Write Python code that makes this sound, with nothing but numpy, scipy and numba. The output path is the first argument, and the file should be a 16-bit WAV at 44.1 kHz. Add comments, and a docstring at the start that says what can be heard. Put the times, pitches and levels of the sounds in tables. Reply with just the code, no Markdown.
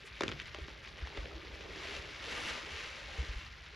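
"""Clumps of damp powder snap, then crumble and sift down while foamy paste fizzes on beneath them.
Crumbs patter on the heap and heavier lumps land with muffled thumps, in a small room, close to the microphone.
Foam, sifting, patter and rubbing are showers of tiny fading tones; crackle is clicks and a puff is shaped hiss.
Each snap is a burst of noise that rings a clump, followed by a knock; thumps are low swinging tones over a rumble.
"""
import sys
import numpy as np
from scipy import signal
from scipy.fft import rfft, irfft, next_fast_len
from scipy.io import wavfile
from scipy.ndimage import uniform_filter1d
from numba import njit

SR = 44100
rng = np.random.default_rng(int(sys.argv[2]) if len(sys.argv) > 2 else 0)


def waveform_to_disk(signal):
    """Save audio, clipped to [-1, 1], as 16-bit WAV at the path in sys.argv[1]."""
    frames = np.transpose(np.atleast_2d(signal))
    scaled = np.clip(frames, -1, 1) * 32767
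    samples = np.round(scaled).astype(np.int16)
    wavfile.write(sys.argv[1], SR, samples)


N = 165375  # length in samples

# In every colour table the dB are relative: only the shape of the curve counts.
# Bursting foam bubbles. Each row: frequency in Hz, colour in dB.
FOAM_COLOUR = [(200, -16.5), (700, -13.5), (1200, -4.5), (2100, 1.5), (3500, -3.5), (5000, -9), (7000, -20),
               (10000, -25.5), (14000, -57)]
FOAM_DB, FOAM_POPS_PER_S, FOAM_SPREAD_DB = -54.5, 6000, 3.5

# Low rumble of the tub. Each row: time in seconds, level in dB.
RUMBLE_LEVEL = [(0, -57.5), (.35, -51.5), (.8, -56.5), (1.3, -54), (2.0, -53.5), (2.9, -57), (3.4, -51.5),
                (3.75, -60.5)]
# Colour of that rumble. Each row: frequency in Hz, colour in dB.
RUMBLE_COLOUR = [(15, -44), (32, -14), (48, -2.5), (64, 0.5), (90, -8), (140, -12), (210, -18.5),
                 (500, -40), (2000, -52.5)]
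RUMBLE_SIDE_DB = -15.5  # left-right difference, relative to the shared part

# Crumbs pattering on the heap. Each row: time in seconds, level in dB.
PATTER_LEVEL = [(0, -64), (.19, -68.5), (.3, -57), (.45, -64), (.62, -64), (.8, -61), (.96, -60.5),
                (1.19, -53), (1.44, -58), (1.66, -55.5), (1.98, -54), (2.15, -61), (2.28, -49.5),
                (2.55, -50.5), (2.9, -64), (3.22, -55.5), (3.48, -68.5), (3.75, -63.5)]
# Colour of the patter. Each row: frequency in Hz, colour in dB.
PATTER_COLOUR = [(100, -14.5), (220, -6.5), (310, -3), (420, -3.5), (560, -2.5), (720, -7.5), (1300, -14),
                 (3000, -21), (9000, -76)]

# Palms rubbing the damp powder. Each row: time in seconds, level in dB, pitch of their hollow in Hz.
RUBBING = [(0, -70.5, 395), (.5, -77, 380), (.63, -59.5, 385), (.9, -74, 410), (1.25, -65, 433),
           (1.36, -57.5, 338), (1.52, -64, 442), (1.72, -58.5, 392), (2.0, -59, 409), (2.45, -77, 413),
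           (2.8, -56.5, 440), (2.9, -66, 502), (2.98, -55, 554), (3.1, -60.5, 543), (3.2, -54.5, 445),
           (3.5, -100, 524)]
# How slowly a slip fades (in cycles), slips per second, and pitch scatter (as a fraction, roughly).
RUB_CYCLES, RUB_SLIPS_PER_S, RUB_PITCH_SCATTER = 8, 600, .05

# A wisp of dust as the fingers close: middle and width in seconds, level in dB.
PUFF_S, PUFF_WIDTH_S, PUFF_DB = 0.067, 0.013, -62
# Hiss of the finest dust. Each row: frequency in Hz, colour in dB.
FINE_DUST_COLOUR = [(2000, -30), (5000, -2), (8500, 11), (11000, -4), (14000, -17)]

# Snaps of the clumps. Each row: start in seconds, bright crack in dB, drive of the clump's ring in dB,
# pitch of the clump in Hz, knock in dB, pitch of the knock in Hz.
SNAPS = [(0.2077, -36, -17, 990, -23, 365), (.22, -32, -28, 1880, -32, 416),
         (0.2344, -25, -19, 1510, -23, 365.5), (0.2599, -57, -39, 1340, -31, 333),
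         (.28, -22, -28.5, 2500, -30.5, 276), (0.2896, -37, -27, 1430, -44, 412),
         (.297, -39, -33, 950, -33.5, 324), (0.3161, -32, -31.5, 1360, -40, 348),
         (0.3216, -28.5, -37, 1510, -36, 365), (0.399, -28.5, -35, 2460, -55, 374),
         (0.417, -39, -37, 2280, -45, 373), (0.546, -34, -29.5, 1190, -38.5, 572),
         (0.584, -50, -50, 1200, -36, 413), (0.682, -46, -35, 1270, -38.5, 366),
         (1.072, -39, -34, 900, -57, 416), (1.173, -35, -31, 980, -34, 394),
         (1.256, -37, -43, 2000, -37.5, 486)]
# Colour of the crack. Each row: frequency in Hz, colour in dB.
CRACK_COLOUR = [(400, -26), (1500, 5), (3600, 8), (4900, -14), (6800, -18), (9000, -31), (14000, -45)]
SNAP_RISE_S, SNAP_DECAY_S = 0.00065, .0009
CHIPS_DB, CHIPS_DECAY_S = -18, .007  # spray of chips, relative to the snap itself
# Resonances of a breaking clump. Each row: multiple of its pitch, sharpness Q, strength in dB.
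CLUMP_RESONANCES = [(1, 2.1, 13), (2.27, 21, 8), (3.57, 23, 10), (6.3, 9.8, -6)]
# Damp powder muffling the high resonances. Each row: frequency in Hz, gain in dB.
CLUMP_DAMPING = [(3800, 1), (5200, -27), (10000, -40)]
CLUMP_TOP_HZ = 7540  # the soft damp surface radiates little above this
# Hollow of the cupped hands. Each row: multiple of the knock's pitch, dB added to the knock,
# time to fall by 60 dB in seconds.
HAND_HOLLOW = [(.8, -19, 0.1), (1, 1.5, 0.023), (1.4, -15, 0.087)]
KNOCK_LAG_S, KNOCK_RISE_S = 0.00198, 0.0014
KNOCK_PITCH_SCATTER = .015  # as a fraction
SNAP_ROOM_DB = -2.5  # the snaps are nearer the microphone than the heap

# Flow of sifting powder. Each row: time in seconds, level in dB.
SIFT_FLOW = [(0, -109), (.2, -56), (.3, -55.5), (.5, -61), (1.0, -73), (1.18, -53.5), (1.35, -63.5),
             (1.68, -57), (1.82, -48), (1.97, -46), (2.04, -52.5), (2.19, -52), (2.27, -45), (2.49, -41),
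             (2.61, -49), (2.8, -46), (3.05, -52), (3.2, -49), (3.47, -55.5), (3.53, -69), (3.75, -71)]
# Colour of the sifting. Each row: frequency in Hz, colour in dB.
SIFT_COLOUR = [(260, -7), (730, -5), (1300, 0.5), (1650, 1), (2220, 5.5), (2500, 0.5), (2750, 5),
               (3100, 0.5), (5000, -6.5), (7200, -13.5), (10000, -50), (14000, -60)]
SIFT_LEFT_DB = 0.25  # left louder than right
SPRAY_DB = -15  # finest dust relative to the sifting, at the strongest flow

# Colour of the crackle. Each row: frequency in Hz, colour in dB.
CRACKLE_COLOUR = [(600, -12), (2100, 3.5), (3500, 4), (6000, -5.5), (10000, -35.5)]
CRACKLE_TICKS_PER_S, CRACKLE_SPREAD_DB = 450, 4.5
# Level of one layer at the strongest flow, and the share of the flow's dB that it follows.
CRACKLE_DB, CRACKLE_FOLLOW = -53, 0.49

# Lumps landing and hands bumping. Each row: start in seconds, level in dB, pitch in Hz.
THUMPS = [(0.27, -42, 103), (.296, -47, 68.5), (0.325, -46, 141), (0.604, -39, 64), (1.013, -32, 64),
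          (1.171, -33.5, 51.8), (1.215, -40, 59), (1.335, -41, 57.7), (1.519, -43, 64), (1.973, -43, 69),
          (2.722, -43, 74), (3.178, -28.5, 62.4), (3.279, -33, 52.4), (3.35, -34.5, 48)]
THUMP_PEAK_S, THUMP_SHAPE = 0.023, 3.9  # a larger shape makes the swell narrower
THUMP_OVERTONE, THUMP_OVERTONE_DB = 2.136, -17.5  # multiple of the pitch, level relative to it

# Colour of the room's tail. Each row: frequency in Hz, colour in dB.
ROOM_COLOUR = [(100, 18), (330, 3.5), (600, 6), (1000, 4), (1600, 7.5), (2500, -1), (6000, -28),
               (14000, 0.5)]
ROOM_T60_S, ROOM_DB = 0.16, -5.5  # time to fall by 60 dB; strength before the tail is halved

# Level balance of the microphone pair. Each row: frequency in Hz, left minus right in dB.
PORT_BALANCE = [(200, 0), (550, -.8), (1000, 1), (1450, 1.5), (1730, -2.6), (2100, 1.7), (2700, 1.9),
                (4000, .6), (8000, 0)]
# Phase between the pair. 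Each row: frequency in Hz, lead of the left in radians.
PORT_PHASE = [(0, 0), (5700, 0), (6900, -.9), (8250, -3.14), (9800, -4.5), (11000, -5.6)]
TOP_HZ = 13300


def undb(db):
    """Decibels to gain."""
    return 10 ** (np.asarray(db) / 20)


def unit(x):
    """Scale to an average strength (rms) of 1."""
    return x / np.sqrt(np.mean(x ** 2))


def curve(rows):
    """Gain over time, joined up from (seconds, dB) points."""
    return undb(np.interp(np.arange(N) / SR, *np.array(rows).T))


def response(rows, f):
    """Gain at frequencies f, joined up from (Hz, dB) points."""
    hz, db = np.array(rows).T
    return undb(np.interp(np.log(f + 1e-6), np.log(hz), db))


def colour(x, rows):
    """Filter to the given colour without sounding early; white noise keeps its power."""
    size = 2 * next_fast_len(N)
    gain = unit(response(rows, np.fft.rfftfreq(size, 1 / SR)))
    # Folding the cepstrum forward in time puts the filter's energy as early as possible.
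    cepstrum = irfft(np.log(gain))
    cepstrum[1:size // 2] *= 2
    cepstrum[size // 2 + 1:] = 0
    return irfft(rfft(x, size) * np.exp(rfft(cepstrum)))[..., :N]


def walk(rate):
    """Smooth random wander with a spread of 1, taking about `rate` steps a second."""
    step = max(int(SR / rate), 2)
    held = np.repeat(rng.standard_normal(N // step + 1), step)
    return unit(uniform_filter1d(held, step)[:N])


def add(out, start_s, x):
    """Mix a short sound in at its time."""
    i = int(start_s * SR)
    out[i:i + len(x)] += x[:max(N - i, 0)]


@njit
def ring(start, hz, cycles, size, pan):
    """Each grain is a tiny fading oscillation at its own place between left and right."""
    out = np.zeros((2, N))
    for k in range(len(start)):
        turn = np.exp((2j * np.pi - 1 / cycles[k]) * hz[k] / SR)  # one sample of turning and fading
        z = size[k] + 0j
        end = min(N, start[k] + int(6 * cycles[k] * SR / hz[k]))
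        for i in range(start[k], end):
            z *= turn
            out[0, i] += z.imag * (1 + pan[k])
            out[1, i] += z.imag * (1 - pan[k])
    return out


def grains(per_s, spread_db, cycles, low_hz, high_hz, width):
    """A shower of grains, many small and a few large, with a roughly flat spectrum."""
    when, pitch, big, length, side, sign = rng.random((int(per_s * N / SR), 6)).T
    hz = low_hz * (high_hz / low_hz) ** pitch
    strength = -np.log(1 - .99 * big)
    size = undb(spread_db * strength) * hz * np.sign(sign - .5)
    start = (when * N).astype(np.int64)
    return ring(start, hz, cycles * (.5 + length), size, width * (2 * side - 1))


def foam():
    """Bubbles burst all over the wet paste, each a very short ringing pop; the fizz flutters."""
    pops = grains(FOAM_POPS_PER_S, FOAM_SPREAD_DB, cycles=1.55, low_hz=706, high_hz=12250, width=0.11)
    flutter = undb(2.0 * walk(35))
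    return undb(FOAM_DB) * unit(colour(pops, FOAM_COLOUR)) * flutter


def rumble():
    """The tub rumbles: low noise, mostly shared by both sides."""
    noise = colour(rng.standard_normal((2, N)), RUMBLE_COLOUR)
    mid, side = unit(noise) * curve(RUMBLE_LEVEL)
    return mid + undb(RUMBLE_SIDE_DB) * side * np.array([[1], [-1]])


def patter():
    """Crumbs drop softly all over the heap, each a small low-pitched ring."""
    crumbs = grains(per_s=800, spread_db=3.5, cycles=2.64, low_hz=225.2, high_hz=1916, width=0.38)
    return unit(colour(crumbs, PATTER_COLOUR)) * curve(PATTER_LEVEL)


def rubbing():
    """Small slips of powder on skin sound the hollow of the palms, which is higher as the hands open."""
    time_s, db, hollow_hz = np.array(RUBBING).T
    count = int(RUB_SLIPS_PER_S * N / SR)
    when = rng.random(count)
    detune, size, pan = rng.standard_normal((count, 3)).T
    pitch = np.interp(when * N / SR, time_s, hollow_hz) * np.exp(RUB_PITCH_SCATTER * detune)
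    start = (when * N).astype(np.int64)
    cycles = np.full(count, float(RUB_CYCLES))
    slips = ring(start, pitch, cycles, size.copy(), 0.12 * pan)
    return unit(slips) * curve(np.c_[time_s, db])


def puff():
    """A brief, faint hiss of the finest dust, swelling and fading smoothly."""
    swell = np.exp(-((np.arange(N) / SR - PUFF_S) / PUFF_WIDTH_S) ** 2 / 2)
    hiss = unit(colour(rng.standard_normal(N), FINE_DUST_COLOUR))
    return undb(PUFF_DB) * swell * hiss


def burst(envelope):
    """A run of tiny fractures under the envelope, even across all frequencies."""
    size = 2 * len(envelope)
    spectrum = rfft(envelope * rng.standard_normal(len(envelope)), size)
    even = irfft(spectrum / np.abs(spectrum))[:len(envelope)]
    return even * np.sqrt(np.sum(envelope ** 2))


def clump(x, pitch):
    """The few resonances of one clump, rung by x; a smaller piece rings higher."""
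    out = np.zeros(len(x))
    for multiple, q, db in CLUMP_RESONANCES:
        hz = min(pitch * multiple, SR / 4)
        resonance = signal.lfilter(*signal.iirpeak(hz, q, fs=SR), x)
        out += undb(db) * response(CLUMP_DAMPING, hz) * resonance
    return signal.sosfilt(signal.butter(4, CLUMP_TOP_HZ, fs=SR, output="sos"), out)


def snaps():
    """A clump breaks: a sharp crack and a spray of chips ring the piece, then the cupped hands knock."""
    t = np.arange(SR // 8) / SR
    rise = np.minimum(t / SNAP_RISE_S, 1)
    sharp = np.exp(-np.maximum(t - SNAP_RISE_S, 0) / SNAP_DECAY_S)
    chips = undb(CHIPS_DB) * np.exp(-t / CHIPS_DECAY_S)
    envelope = rise * (sharp + chips) / 2
    cracks, bodies = np.zeros((2, N))
    for start, crack_db, ring_db, clump_hz, knock_db, knock_hz in SNAPS:
        add(cracks, start, undb(crack_db) * burst(envelope))
        add(bodies, start, undb(ring_db) * clump(burst(envelope), clump_hz))
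        for multiple, db, t60 in HAND_HOLLOW:
            pitch = knock_hz * multiple * (1 + KNOCK_PITCH_SCATTER * rng.standard_normal())
            fade = np.minimum(t / KNOCK_RISE_S, 1) * np.exp(-np.log(1000) * t / t60)
            knock = np.sin(2 * np.pi * pitch * t) * fade
            add(bodies, start + KNOCK_LAG_S, undb(knock_db + db) * knock)
    return colour(cracks, CRACK_COLOUR) + bodies


def sifting():
    """Fine powder grinds between the fingers and showers down; a strong flow sprays brighter."""
    dust = grains(per_s=24000, spread_db=3.0, cycles=1.23, low_hz=504, high_hz=13200, width=0.26)
    flow = curve(SIFT_FLOW)
    hiss = unit(colour(rng.standard_normal(N), FINE_DUST_COLOUR))
    spray = undb(SPRAY_DB) * np.sqrt(flow / flow.max()) * hiss
    flutter = undb(0.87 * walk(70))
    lean = undb(np.array([[1], [-1]]) * SIFT_LEFT_DB / 2)
    return (unit(colour(dust, SIFT_COLOUR)) + spray) * flow * flutter * lean


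def crackle():
    """Single crumbs break off with tiny sharp ticks, in irregular clusters, louder in a strong flow."""
    when, big, sign = rng.random((int(CRACKLE_TICKS_PER_S * N / SR), 3)).T
    strength = -np.log(1 - .97 * big)
    size = undb(CRACKLE_SPREAD_DB * strength) * np.sign(sign - .5)
    ticks = np.bincount((when * N).astype(int), size, N)
    clustered = unit(colour(ticks, CRACKLE_COLOUR) * undb(2 * walk(40)))
    flow = curve(SIFT_FLOW)
    return undb(CRACKLE_DB) * clustered * (flow / flow.max()) ** CRACKLE_FOLLOW


def thumps():
    """Heavy lumps push the floor of the tub, which swings a few times at a low pitch."""
    t = np.arange(SR // 5) / SR
    swell = (t / THUMP_PEAK_S * np.exp(1 - t / THUMP_PEAK_S)) ** THUMP_SHAPE
    out = np.zeros(N)
    for start, db, hz in THUMPS:
        overtone = undb(THUMP_OVERTONE_DB) * np.sin(2 * np.pi * THUMP_OVERTONE * hz * t)
        swing = np.sin(2 * np.pi * hz * t) + overtone
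        add(out, start, undb(db) * swell * swing)
    return out


def room(x):
    """A short diffuse tail of fading noise, different on each side."""
    t = np.arange(N) / SR
    fade = np.exp(-np.log(1000) * t / ROOM_T60_S) * (t > .004)  # silent until the first reflections
    tail = colour(rng.standard_normal((2, N)) * fade, ROOM_COLOUR)
    tail = tail / np.sqrt(np.sum(tail ** 2) / 2) / 2
    return undb(ROOM_DB) * signal.fftconvolve(x.mean(0)[None], tail, axes=1)[:, :N]


def scene():
    """Hands, powder and foam in the room, over the low thuds and rumble of the tub."""
    powder = foam() + patter() + rubbing() + puff() + sifting()
    powder = powder + crackle() + crackle()  # two independent layers of ticks
    breaks = snaps()
    echoes = room(powder + undb(SNAP_ROOM_DB) * breaks)
    return breaks + powder + echoes + rumble() + thumps()


def record(dry):
    """The two microphone ports differ in level and treble phase; the top is cut."""
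    f = np.fft.rfftfreq(2 * N, 1 / SR)
    tilt = np.sqrt(response(PORT_BALANCE, f))  # half the difference goes to each side
    lead = np.exp(1j * np.interp(f, *np.array(PORT_PHASE).T))
    heard = irfft(rfft(dry, 2 * N) * np.array([tilt * lead, 1 / tilt]))[:, :N]
    return signal.sosfilt(signal.ellip(8, .2, 70, TOP_HZ, fs=SR, output="sos"), heard)


dry = scene()
out = record(dry)
waveform_to_disk(out)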